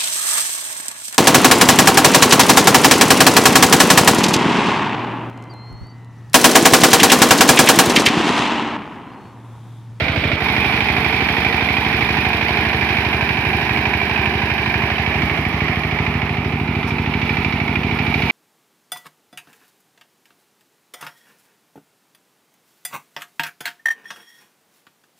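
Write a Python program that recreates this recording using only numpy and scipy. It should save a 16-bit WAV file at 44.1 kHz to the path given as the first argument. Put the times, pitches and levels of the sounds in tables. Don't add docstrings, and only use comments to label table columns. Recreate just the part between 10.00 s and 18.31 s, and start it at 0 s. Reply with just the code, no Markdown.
import sys
import numpy as np
from scipy import signal
from scipy.fft import rfft, irfft, next_fast_len
from scipy.io import wavfile
from scipy.ndimage import uniform_filter1d, map_coordinates

SR = 44100
rng = np.random.default_rng(int(sys.argv[2]) if len(sys.argv) > 2 else 0)


def dump_mix(stems):
    frames = np.atleast_2d(stems).T
    limited = np.clip(frames, -1, 1)
    pcm = np.round(limited * 32767).astype(np.int16)
    wavfile.write(sys.argv[1], SR, pcm)


N = 366471
TIME = np.arange(N) / SR
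FFT_SIZE = next_fast_len(N + 8192)

# (thump [dB], block [dB], sheet metal [dB], ticking [dB], hiss [dB])
MIX = [(-22.5, -28.5, -28.5, -36.5, -59), (-24, -25.5, -23.5, -36.5, -48.5),
       (-23.5, -26.5, -23.5, -38, -48.5), (-22.5, -28, -25, -40, -51), (-21.5, -30, -28.5, -43, -57)]
# (time [s], level [dB])
CLATTER_RIDE = [(0, 2.5), (.35, 2.5), (.375, -3), (.46, 1), (2.7, 0), (4.3, -1.5), (5.8, -1.5),
                (6.16, -2.5), (6.41, -2.5), (6.8, -1), (7.0, -1), (7.27, 2), (7.84, 0), (8.2, 3.5),
                (8.31, 4)]
# (time [s], level [dB], pitch [Hz], ticking relative to the knock [dB])
CLEAR_KNOCKS = [(0.0813, -20, 2250, -16), (0.2364, -14, 2380, -16), (0.3157, -10.5, 2190, -22),
                (0.4055, -10, 2350, -17), (0.4599, -16, 2260, -18), (0.4838, -10, 2240, -20),
                (0.5637, -7, 2230, -17), (0.6165, -8, 2380, -20), (0.6445, -11, 2350, -22),
                (0.7228, -9, 2330, -16), (0.7752, -11, 2370, -20), (0.8046, -7, 2330, -19),
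                (0.8854, -8, 2350, -21), (1.2875, -11, 2210, -19), (1.4462, -12, 2180, -21),
                (1.4651, -12, 2450, -21), (1.5255, -15, 2340, -17), (1.6861, -7, 2180, -21),
                (1.7664, -3.5, 2480, -19), (1.9281, -11, 2300, -20), (2.413, -14, 2540, -17),
                (2.4838, -7, 2320, -12), (2.6958, -10, 2400, -19), (2.8111, -10, 2350, -19),
                (2.8884, -13, 2450, -17), (2.9697, -13, 2330, -19), (3.1318, -10.5, 2480, -21),
                (3.2096, -9, 2540, -19), (3.2895, -9.5, 2310, -19), (3.3703, -14, 2500, -19),
                (3.5309, -11, 2430, -21), (3.7614, -9, 2250, -20), (3.8537, -9, 2390, -19),
                (3.938, -9, 2280, -20), (4.0009, -7, 2400, -22), (4.16, -5, 2520, -24),
                (4.1794, -13, 2280, -19), (4.2328, -11, 2370, -18), (4.2593, -7.5, 2340, -22),
                (4.6294, -11, 2390, -18), (4.6983, -9.5, 2390, -24), (4.827, -14, 2430, -18),
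                (5.0624, -11, 2306, -18), (5.2186, -9.5, 2280, -14), (5.2964, -9.5, 2280, -20),
                (5.4511, -9, 2240, -18), (5.6047, -11.5, 2250, -25), (5.8347, -12, 2350, -27),
                (6.0637, -9.5, 2360, -20), (6.2178, -13, 2240, -23), (6.7531, -20, 2360, -22),
                (7.1357, -13, 2310, -18), (7.2924, -15, 2310, -19), (7.3687, -13, 2320, -13),
                (7.4465, -11, 2350, -11), (7.5293, -12, 2230, -22), (7.6007, -11, 2240, -24),
                (7.678, -8, 2224, -24), (7.7553, -8.5, 2440, -24), (7.8326, -16, 2340, -21),
                (7.91, -13, 2310, -20), (7.9868, -17, 2250, -13), (8.1414, -7, 2330, -11),
                (8.2198, -12, 2350, -16)]
# (frequency [Hz], left minus right [dB])
PORT_TILT = [(60, -1.0), (92, -1.0), (140, -1.5), (210, -2.5), (330, -1.5), (500, -2), (770, -3.5),
             (1170, -7), (1790, -12.5), (2740, -8.5), (4190, 0.5), (6410, -9), (9810, 2.5), (15000, 11)]
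# (frequency [Hz], phase [rad])
LEFT_LEAD = [(900, -.1), (1250, -.1), (1800, .6), (2400, 1.2), (3000, 2.4), (5500, 3)]


def exhaust_thumps():
    # (frequency [Hz], t60 [s])
    modes = [(71, 0.108), (126, 0.039), (171, 0.039), (230, 0.043), (276, 0.14), (319, 0.075), (381, 0.043),
             (430, 0.05), (698, 0.045)]
    behind = [(-0.367, 0.02, -0.04, -0.03, -0.03, -0.04, 0.06, 0.01, 0, 0.07),
              (-0.109, -0.2, 0.15, 0.11, 0.05, 0.0, 0.09, 0.01, 0, -0.03),
              (-0.072, 0.2, -0.22, 0.04, -0.03, -0.02, -0.1, 0.0, 0, 0.01),
              (0.172, -0.07, -0.1, 0.11, 0.07, 0.02, -0.01, -0.01, 0, 0),
              (0.455, -0.01, -0.11, -0.04, 0.04, 0, 0, -0.02, 0, 0)]
    beside = [(-0.367, 0.0, 0.02, -0.01, -0.06, 0.02, -0.01, -0.02, -0.03, 0.0),
              (-0.109, -0.2, 0.19, 0.11, 0.06, -0.01, 0.09, -0.15, 0.0, -0.05),
              (-0.072, 0.11, -0.01, 0.07, -0.04, 0.0, -0.07, 0.08, 0.03, 0.04),
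              (0.172, 0.03, 0.02, -0.12, 0.08, -0.01, 0.03, 0.04, -0.04, -0.01),
              (0.455, 0.04, 0.02, -0.07, -0.12, 0.03, 0.0, 0.01, 0.0, -0.01)]
    passing = [(-0.367, 0.01, -0.01, 0.0, -0.08, -0.01, -0.02, -0.06, 0.02, 0.01),
               (-0.109, -0.16, -0.01, 0.29, -0.01, 0.0, 0.05, -0.01, 0.0, -0.01),
               (-0.072, 0.15, -0.23, 0.24, -0.05, 0.01, -0.02, 0.01, 0.03, -0.01),
               (0.172, 0.01, -0.01, -0.03, 0.05, 0.0, 0.03, 0.11, -0.03, -0.01),
               (0.455, 0.03, -0.05, -0.03, -0.11, 0.04, 0.0, 0.0, 0.0, 0.01)]
    leaving = [(-0.367, 0.0, -0.01, -0.04, -0.03, -0.01, -0.02, 0.0, 0.0, 0.0),
               (-0.109, -0.24, -0.15, 0.54, -0.03, -0.05, -0.07, 0.1, -0.07, -0.04),
               (-0.072, 0.19, -0.22, 0.37, -0.02, 0.03, 0.06, -0.06, -0.01, 0.02),
               (0.172, -0.02, -0.15, 0.13, 0.1, -0.03, 0.02, 0.03, -0.06, 0.01),
               (0.455, 0.03, -0.07, -0.08, 0.02, 0.01, -0.01, -0.02, -0.01, -0.01)]
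    far = [(-0.367, -0.01, -0.01, -0.08, 0.03, 0.01, 0.05, -0.02, -0.02, 0.01),
           (-0.109, -0.17, -0.12, 0.35, 0.08, -0.01, -0.03, 0.04, -0.08, -0.01),
           (-0.072, 0.18, -0.27, 0.24, -0.04, -0.01, 0.02, -0.09, 0.03, 0.02),
           (0.172, -0.04, -0.15, 0.17, 0.18, -0.01, 0.0, -0.01, -0.05, 0.01),
           (0.455, 0.02, -0.16, -0.06, 0.09, -0.01, 0.0, 0.01, -0.02, 0.0)]
    # (frequency [Hz], gain [dB])
    tone = [(70, 0), (130, 1), (230, 2), (320, 3.5), (400, 1.5), (470, -1), (530, -3), (700, 3.5)]
    firing_spread_db, mode_spread_db = [.6, 1.2, 1.3, .8, .4], .4
    firing_db = firing_spread_db @ position_mix(TIME) * wobble(11)
    strikes, t = np.zeros((len(modes), N)), TIME[:SR // 5]
    for pulse in np.stack([behind, beside, passing, leaving, far], axis=1):
        times = cycle_times(pulse[0, 0])
        scatter = rng.standard_normal((len(times), len(modes) + 1))
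        times = times + .0001 * scatter[:, 0]
        push_db = mode_spread_db * scatter[:, 1:] + np.interp(times, TIME, firing_db)[:, None]
        pushes = position_mix(times).T @ pulse[:, 1:] * amp(push_db)
        strikes += [impulses(times, push) for push in pushes.T]
    rings = [damped_sine(hz, t60, t) for hz, t60 in modes]
    thumps = signal.oaconvolve(strikes, rings, axes=1).sum(0)[:N]
    thumps = signal.lfilter(*signal.butter(2, 50, "high", fs=SR), thumps)
    thumps = filtered(thumps, lambda hz: port_gains(hz) * amp(along(tone, hz)))
    return levelled(thumps, layer_levels()[0])


def contact_envelopes():
    # (phase [cycles], t60 [s], then each band's level over the steady rattle [dB])
    contacts = [(-.31, 0.068, 8, 8, 7.5, 4), (-.085, 0.02, 6, 7.5, 7, -11), (.17, 0.064, -5, -8, 4, 6),
                (.35, 0.024, 7, 5, -15, -9), (.47, 0.055, 3, -28.5, -19, 2)]
    facing = [(0, -2.5, -2, -1.2, 1), (0, 0, -0.5, -1.4, -3), (0, 1, 0, -0.088, -0.5), (0, 0, -1, -1, 0.5),
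              (0, 0, 0, 0, 4.5)]
    turned = [(-5, -1, -1, -3), (-4, -3, -5, -.1), (-8, -17, -6, 1.5), (-3, -0.5, 12, -.1),
              (-2.5, .1, .1, 0)]
    # (time [s], peak [dB])
    valve_ticks = [(0.278, -34), (0.4424, -35), (1.0026, -36), (1.3246, -40), (1.4047, -39), (1.7255, -35),
                   (1.8068, -38), (3.5675, -36), (3.8911, -42), (3.9714, -40), (5.254, -40), (5.4864, -36)]
    power = amp([1.1 * wobble(30) + 1.2 * wobble(7) for _ in range(4)])
    for (phase, t60, *band_db), facing_db, turned_db in zip(contacts, facing, turned):
        times = contact_times(phase)
        position = position_mix(times)
        scatter = rng.standard_normal((len(times), 6))
        hit_db = band_db + np.outer(position[3:].sum(0), turned_db) + (facing_db @ position)[:, None]
        hit_db += .6 * (scatter[:, :1] + scatter[:, 2:])
        times = times + .0004 * scatter[:, 1]
        power += [decay(impulses(times, hits), t60 / 2) for hits in amp(2 * hit_db).T]
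    lull_times, lull_s, lull_db = contact_times(-.4), .009, -4
    lull_shape = np.hanning(round(lull_s * SR)) ** .5
    lull = signal.oaconvolve(impulses(lull_times, np.ones(len(lull_times))), lull_shape)[:N]
    power[:3] *= amp(2 * lull_db * lull)
    block, sheet, ticking, hiss = [levelled(np.sqrt(band)[None], db)[0]
                                   for band, db in zip(power, layer_levels()[1:])]
    times, knock_db, _, ticking_db = np.transpose(CLEAR_KNOCKS)
    sheet = np.hypot(sheet, decay(impulses(times, amp(knock_db - 16)), t60=.056))
    ticking = np.hypot(ticking, decay(impulses(times, amp(knock_db + ticking_db - 11)), t60=.025))
    times, tick_db = np.transpose(valve_ticks)
    hiss = np.hypot(hiss, decay(impulses(times, amp(tick_db - 3)), t60=.02))
    return block, sheet, ticking, hiss


def engine_rattle():
    # (frequency [Hz], level [dB])
    colours = [
        [(240, -47), (400, -9), (450, -7), (650, -2), (960, -8.5), (1300, -10.5), (1800, -6), (2280, 2),
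         (2800, -11.5), (4200, -24.5), (5200, -33.5), (7000, -44), (9100, -54), (15400, -120)],
        [(240, -33), (400, -7), (462, -1), (527, -20), (601, -7), (661, -7.5), (755, 0.5), (936, -3),
         (1310, -11.5), (1620, -9), (1990, -3.5), (2410, -0.5), (2850, -15.5), (4950, -27), (7000, -41.5),
         (9100, -54), (15400, -120)],
        [(240, -32), (400, -3.5), (496, -16), (773, 2), (882, -1), (959, -0.5), (1200, -11), (1360, -13.5),
         (1640, -3.5), (2040, -3.5), (2380, 0), (2960, -14), (3450, -23), (3850, -18.5), (4250, -23.5),
         (4950, -25), (7000, -39), (9100, -77), (15400, -120)],
        [(240, -24), (400, -6), (473, -13), (502, -16.5), (719, -2.5), (1010, -7.5), (1090, -6.5), (1570, -16),
         (1770, -6), (2240, -2), (2650, -11), (3100, -19.5), (3490, -24.5), (4890, -29), (7000, -41),
         (9100, -81), (15400, -120)],
        [(240, -37), (400, -1.5), (446, -10), (496, -9), (540, -16.5), (728, -2.5), (903, -2), (1130, -10),
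         (1320, -10), (1600, -14.5), (2300, -2), (2820, -11), (3140, -19), (3850, -20.5), (7000, -37),
         (9100, -89), (15400, -120)],
    ]
    # (frequency [Hz], width [Hz], gain [dB])
    resonances = [(2205, 27, -1), (2327, 29, 5), (2420, 230, 2), (2460, 42, 2.5)]
    # (frequency [Hz], level [dB])
    hiss_colour = [(6500, -30), (7300, -10), (8200, -17), (9000, -13), (9800, 0), (12000, -1), (15000, -3),
                   (15700, -6)]
    noise = rng.standard_normal((2, N))
    views = [unit(at_ports(noise, colour, lead)) for colour, lead in zip(colours, [.55, 1, 1, 1, .54])]
    steady = np.sum(np.sqrt(position_mix(TIME))[:, None] * views, 0)
    hiss = at_ports(rng.standard_normal((2, N)), hiss_colour)
    *envelopes, hiss_envelope = contact_envelopes()
    out = hiss_envelope * hiss / np.std(hiss.mean(0))

    def ring(hz):
        return 1 + sum((amp(db) - 1) / (1 + (2 * (hz - centre) / width) ** 2)
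                       for centre, width, db in resonances)

    edges_hz = [0, 1500, 3300, SR]
    for envelope, low, high in zip(envelopes, edges_hz, edges_hz[1:]):
        rolloff = lambda hz: np.sqrt((1 + (low / (hz + 1)) ** 16) * (1 + (hz / high) ** 16))
        band = filtered(steady, lambda hz: ring(hz) / rolloff(hz))
        swells = np.abs(uniform_filter1d(np.mean(band ** 2, 0), round(.004 * SR)))
        band = band / (swells + .1 * np.var(band)) ** .15
        slow_rms = np.sqrt(uniform_filter1d(band.mean(0) ** 2, SR // 2))
        out += envelope * band / slow_rms
    return out


def casing_knocks():
    # (frequency [Hz], level [dB], t60 [s])
    modes = [(1920, -16, .015), (2220, -13, 0.023), (2330, 1, 0.047), (2384, -2, 0.017), (2510, -9, 0.028),
             (2980, -5, 0.017), (3350, -12, 0.011), (3750, -15, 0.014)]
    bite = [-13, -3.5, -10, -1, 2]
    usual_hz, over_sheet_db, ride_depth = 2340, 12, 2.3
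    clear = np.array(CLEAR_KNOCKS)[:, :3]
    firings = contact_times(-.305)
    gap_s = np.abs(firings[:, None] - clear[:, 0]).min(1)
    firings = firings[gap_s > .008]
    usual_db = (np.transpose(MIX)[2] + bite) @ position_mix(firings) + over_sheet_db
    usual_db += ride_depth * np.interp(firings, *np.transpose(CLATTER_RIDE))
    usual_db += .8 * rng.standard_normal(len(firings))
    usual = np.c_[firings, usual_db, np.full(len(firings), usual_hz)]
    out, t = np.zeros(N + SR), TIME[:SR // 16]
    attack = 1 - np.exp(-(t / .0012) ** 2)
    for start, knock_db, pitch in [*usual, *clear]:
        ring = sum(amp(db + rng.normal(0, .9))
                   * damped_sine(hz * pitch / usual_hz * rng.normal(1, .004), t60, t)
                   for hz, db, t60 in modes)
        out[round(start * SR):][:len(t)] += amp(knock_db - 6) * ring * attack
    return filtered(out[:N], lambda hz: port_gains(hz, lead=.7))


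def housing_knocks():
    # (frequency [Hz], level [dB], t60 [s])
    modes = [(770, -1, .04), (843, -4, 0.046), (962, -1.5, 0.034)]
    blow_db = [-33, -26.5, -19, -26, -29.5]
    times, t = contact_times(-.31), TIME[:SR // 16]
    attack = 1 - np.exp(-t / .0011)
    out = np.zeros(N)
    for hz, db, t60 in modes:
        blows = amp(blow_db @ position_mix(times) + db + 1.5 * rng.standard_normal(len(times)))
        out += signal.oaconvolve(impulses(times, blows), damped_sine(hz, t60, t) * attack)[:N]
    return filtered(out, port_gains)


def frame_chinks():
    # (time [s], level [dB], pitch [Hz])
    clear = [(0.0189, -23, 3540), (0.16, -27, 3680), (0.285, -16, 3580), (0.5003, -21, 3800),
             (0.6853, -25, 3760), (0.844, -26, 4180), (1.0829, -24, 3770), (1.1263, -23, 3480),
             (1.3663, -26, 3700), (1.5249, -21, 3740), (1.6107, -17, 3600), (2.0482, -21, 3600),
             (2.247, -27, 3780), (2.2922, -27, 3970), (2.4124, -23, 4020), (2.483, -21.5, 4800),
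             (2.9706, -29, 3940), (3.8524, -27, 3660), (4.378, -24, 3820), (4.6558, -23, 3940),
             (4.957, -13, 3030), (5.162, -18, 2800), (5.36, -13, 2400), (7.0582, -24, 3500)]
    count, over_ticking_db, db_per_khz, t60 = 250, 8, -4, .018
    when, strength, height, _ = rng.random((count, 4)).T
    times, khz_up = when * TIME[-1], 2.2 * height
    db = np.interp(times, TIME, layer_levels()[3]) + over_ticking_db
    db += db_per_khz * khz_up - 1.5 * np.log(strength)
    strewn = np.c_[times, db, 3300 + 1000 * khz_up]
    times, db, hz = np.r_[strewn, clear].T[..., None]
    t = TIME[:SR // 40]
    pings = amp(db) * damped_sine(hz, t60, t) * (1 - np.exp(-t / .00069))
    samples = (times * SR).astype(int) + np.arange(len(t))
    pan = rng.uniform(-1, 1, times.shape)
    return np.array([np.bincount(samples.ravel(), (pings * gain).ravel(), N + SR)[:N]
                     for gain in (1 + pan, 1 - pan)])


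def low_rumble():
    # (frequency [Hz], level [dB])
    colour = [(25, -34), (60, -7.5), (110, -3), (160, -2), (240, -3), (330, -4.5), (410, -5), (470, -11.5),
              (520, -25), (600, -42)]
    rumble_db = [-34, -31.5, -31, -33, -34]
    rumble = unit(at_ports(rng.standard_normal((2, N)), colour))
    return rumble * amp(rumble_db @ position_mix(TIME) + 1.45 * wobble(2.83) + 2 * wobble(18))


def splash():
    # (time [s], level [dB], t60 [s])
    burst = (6.875, -37, 0.17)
    start, db, t60 = burst
    # (frequency [Hz], level [dB])
    colour = [(2500, -30), (4000, -10), (5500, 2), (7000, -9), (9000, -16), (11000, -7), (15000, -25)]
    spray = filtered(rng.standard_normal((2, N)), lambda hz: amp(along(colour, hz)))
    envelope = uniform_filter1d(decay(impulses(np.array([start]), [1]), t60), SR // 60)
    return amp(db) * unit(spray) * envelope


def cycle_times(phase):
    # (time [s], rate [cycles/s])
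    speed = [(0, 12.768), (.385, 12.768), (.385, 12.481), (.8, 12.476), (1.2, 12.467), (1.5, 12.417),
             (1.8, 12.54), (2.05, 12.392), (2.35, 12.433), (2.65, 12.596), (2.9, 12.565), (3.1, 12.468),
             (3.6, 12.386), (4.1, 12.418), (4.4, 12.37), (4.8, 12.508), (5.0, 12.363), (5.2, 12.894),
             (5.4, 13.002), (5.75, 13.061), (6.1, 13.109), (6.4, 13.08), (6.8, 13.011), (7.1, 12.903),
             (7.4, 12.997), (7.7, 12.945), (8.31, 12.853)]
    start_phase, cut_s, skip_cycles = .669, .385, .126
    cycles = start_phase + np.cumsum(automation(speed)) / SR - skip_cycles * (TIME > cut_s)
    cycles = np.maximum.accumulate(cycles)
    whole = np.arange(np.ceil(cycles[0] - phase), cycles[-1] - phase)
    return np.interp(whole + phase, cycles, TIME)


def contact_times(phase):
    lag = [.002, .0005, .001, .002, .002]
    times = cycle_times(phase)
    return times + lag @ position_mix(times)


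def position_mix(times):
    # (time [s], position [0 behind, 1 beside, 2 passing, 3 leaving, 4 far behind])
    path = [(0, 0), (.37, 0), (.385, 1), (1.8, 1), (3.2, 2), (4.7, 2), (5.4, 3), (5.9, 3), (6.6, 4)]
    position = np.interp(times, *np.transpose(path))
    return np.clip(1 - np.abs(position - np.arange(5)[:, None]), 0, 1)


def layer_levels():
    ride_depth = [0, .3, 1, 1.3, 1.8]
    return np.transpose(MIX) @ position_mix(TIME) + np.outer(ride_depth, automation(CLATTER_RIDE))


def port_gains(hz, lead=0):
    left = amp(along(PORT_TILT, hz) / 2) * np.exp(.5j * lead * along(LEFT_LEAD, hz))
    return np.array([left, 1 / left])


def at_ports(noise, colour, lead=0):
    # (frequency [Hz], coherence [0-1])
    likeness = [(40, .85), (100, .97), (250, .99), (500, .96), (900, .97), (1300, .85), (1800, .65),
                (2400, .64), (3300, .45), (4700, .2), (10000, .05)]
    hz = np.fft.rfftfreq(FFT_SIZE, 1 / SR)
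    width = np.arccos(np.clip(along(likeness, hz), 0, 1)) / 2
    left, right = port_gains(hz, lead)
    gain = amp(along(colour, hz)) * 2 / np.abs(left + right).clip(1)
    mid, side = rfft(noise, FFT_SIZE) * [np.cos(width), np.sin(width)] * gain
    return irfft([(mid + side) * left, (mid - side) * right], FFT_SIZE)[:, :N]


def amp(db):
    return 10 ** (np.asarray(db) / 20)


def unit(x):
    return x / np.sqrt(np.mean(x ** 2) + 1e-20)


def along(points, hz):
    freqs, values = np.transpose(points)
    return np.interp(np.log(hz + 1), np.log(freqs + 1), values)


def automation(points):
    return np.interp(TIME, *np.transpose(points))


def wobble(rate):
    coarse = TIME[::32]
    knots = rng.standard_normal(int(N * rate / SR) + 4)
    return np.interp(TIME, coarse, map_coordinates(knots, [coarse * rate]))


def filtered(x, response):
    return irfft(rfft(x, FFT_SIZE) * response(np.fft.rfftfreq(FFT_SIZE, 1 / SR)), FFT_SIZE)[..., :N]


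def impulses(times, sizes):
    return np.bincount(np.clip(np.round(times * SR).astype(int), 0, N - 1), sizes, N)


def damped_sine(hz, t60, t):
    return np.sin(2 * np.pi * hz * t) * amp(-60 * t / t60)


def decay(x, t60):
    return uniform_filter1d(signal.lfilter([1], [1, -amp(-60 / (t60 * SR))], x), SR // 250)


def levelled(x, level_db):
    return x * amp(level_db) / np.sqrt(np.abs(uniform_filter1d(np.mean(x ** 2, 0), SR // 2)) + 1e-12)


def scene():
    tiller = exhaust_thumps() + engine_rattle() + casing_knocks() + housing_knocks() + frame_chinks()
    return tiller + low_rumble() + splash()


def record(dry):
    # (frequency [Hz], gain [dB])
    treble = [(4200, 0), (5500, -0.5), (6400, -6), (7600, -6), (9000, -0.5), (9800, -1.5)]
    ceiling, top_hz = .95, 15746
    rounded = dry / (1 + np.abs(dry / ceiling) ** 4) ** (1 / 4)
    return filtered(rounded, lambda hz: amp(along(treble, hz)) * (hz < top_hz))


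dry = scene()
out = record(dry)
dump_mix(out)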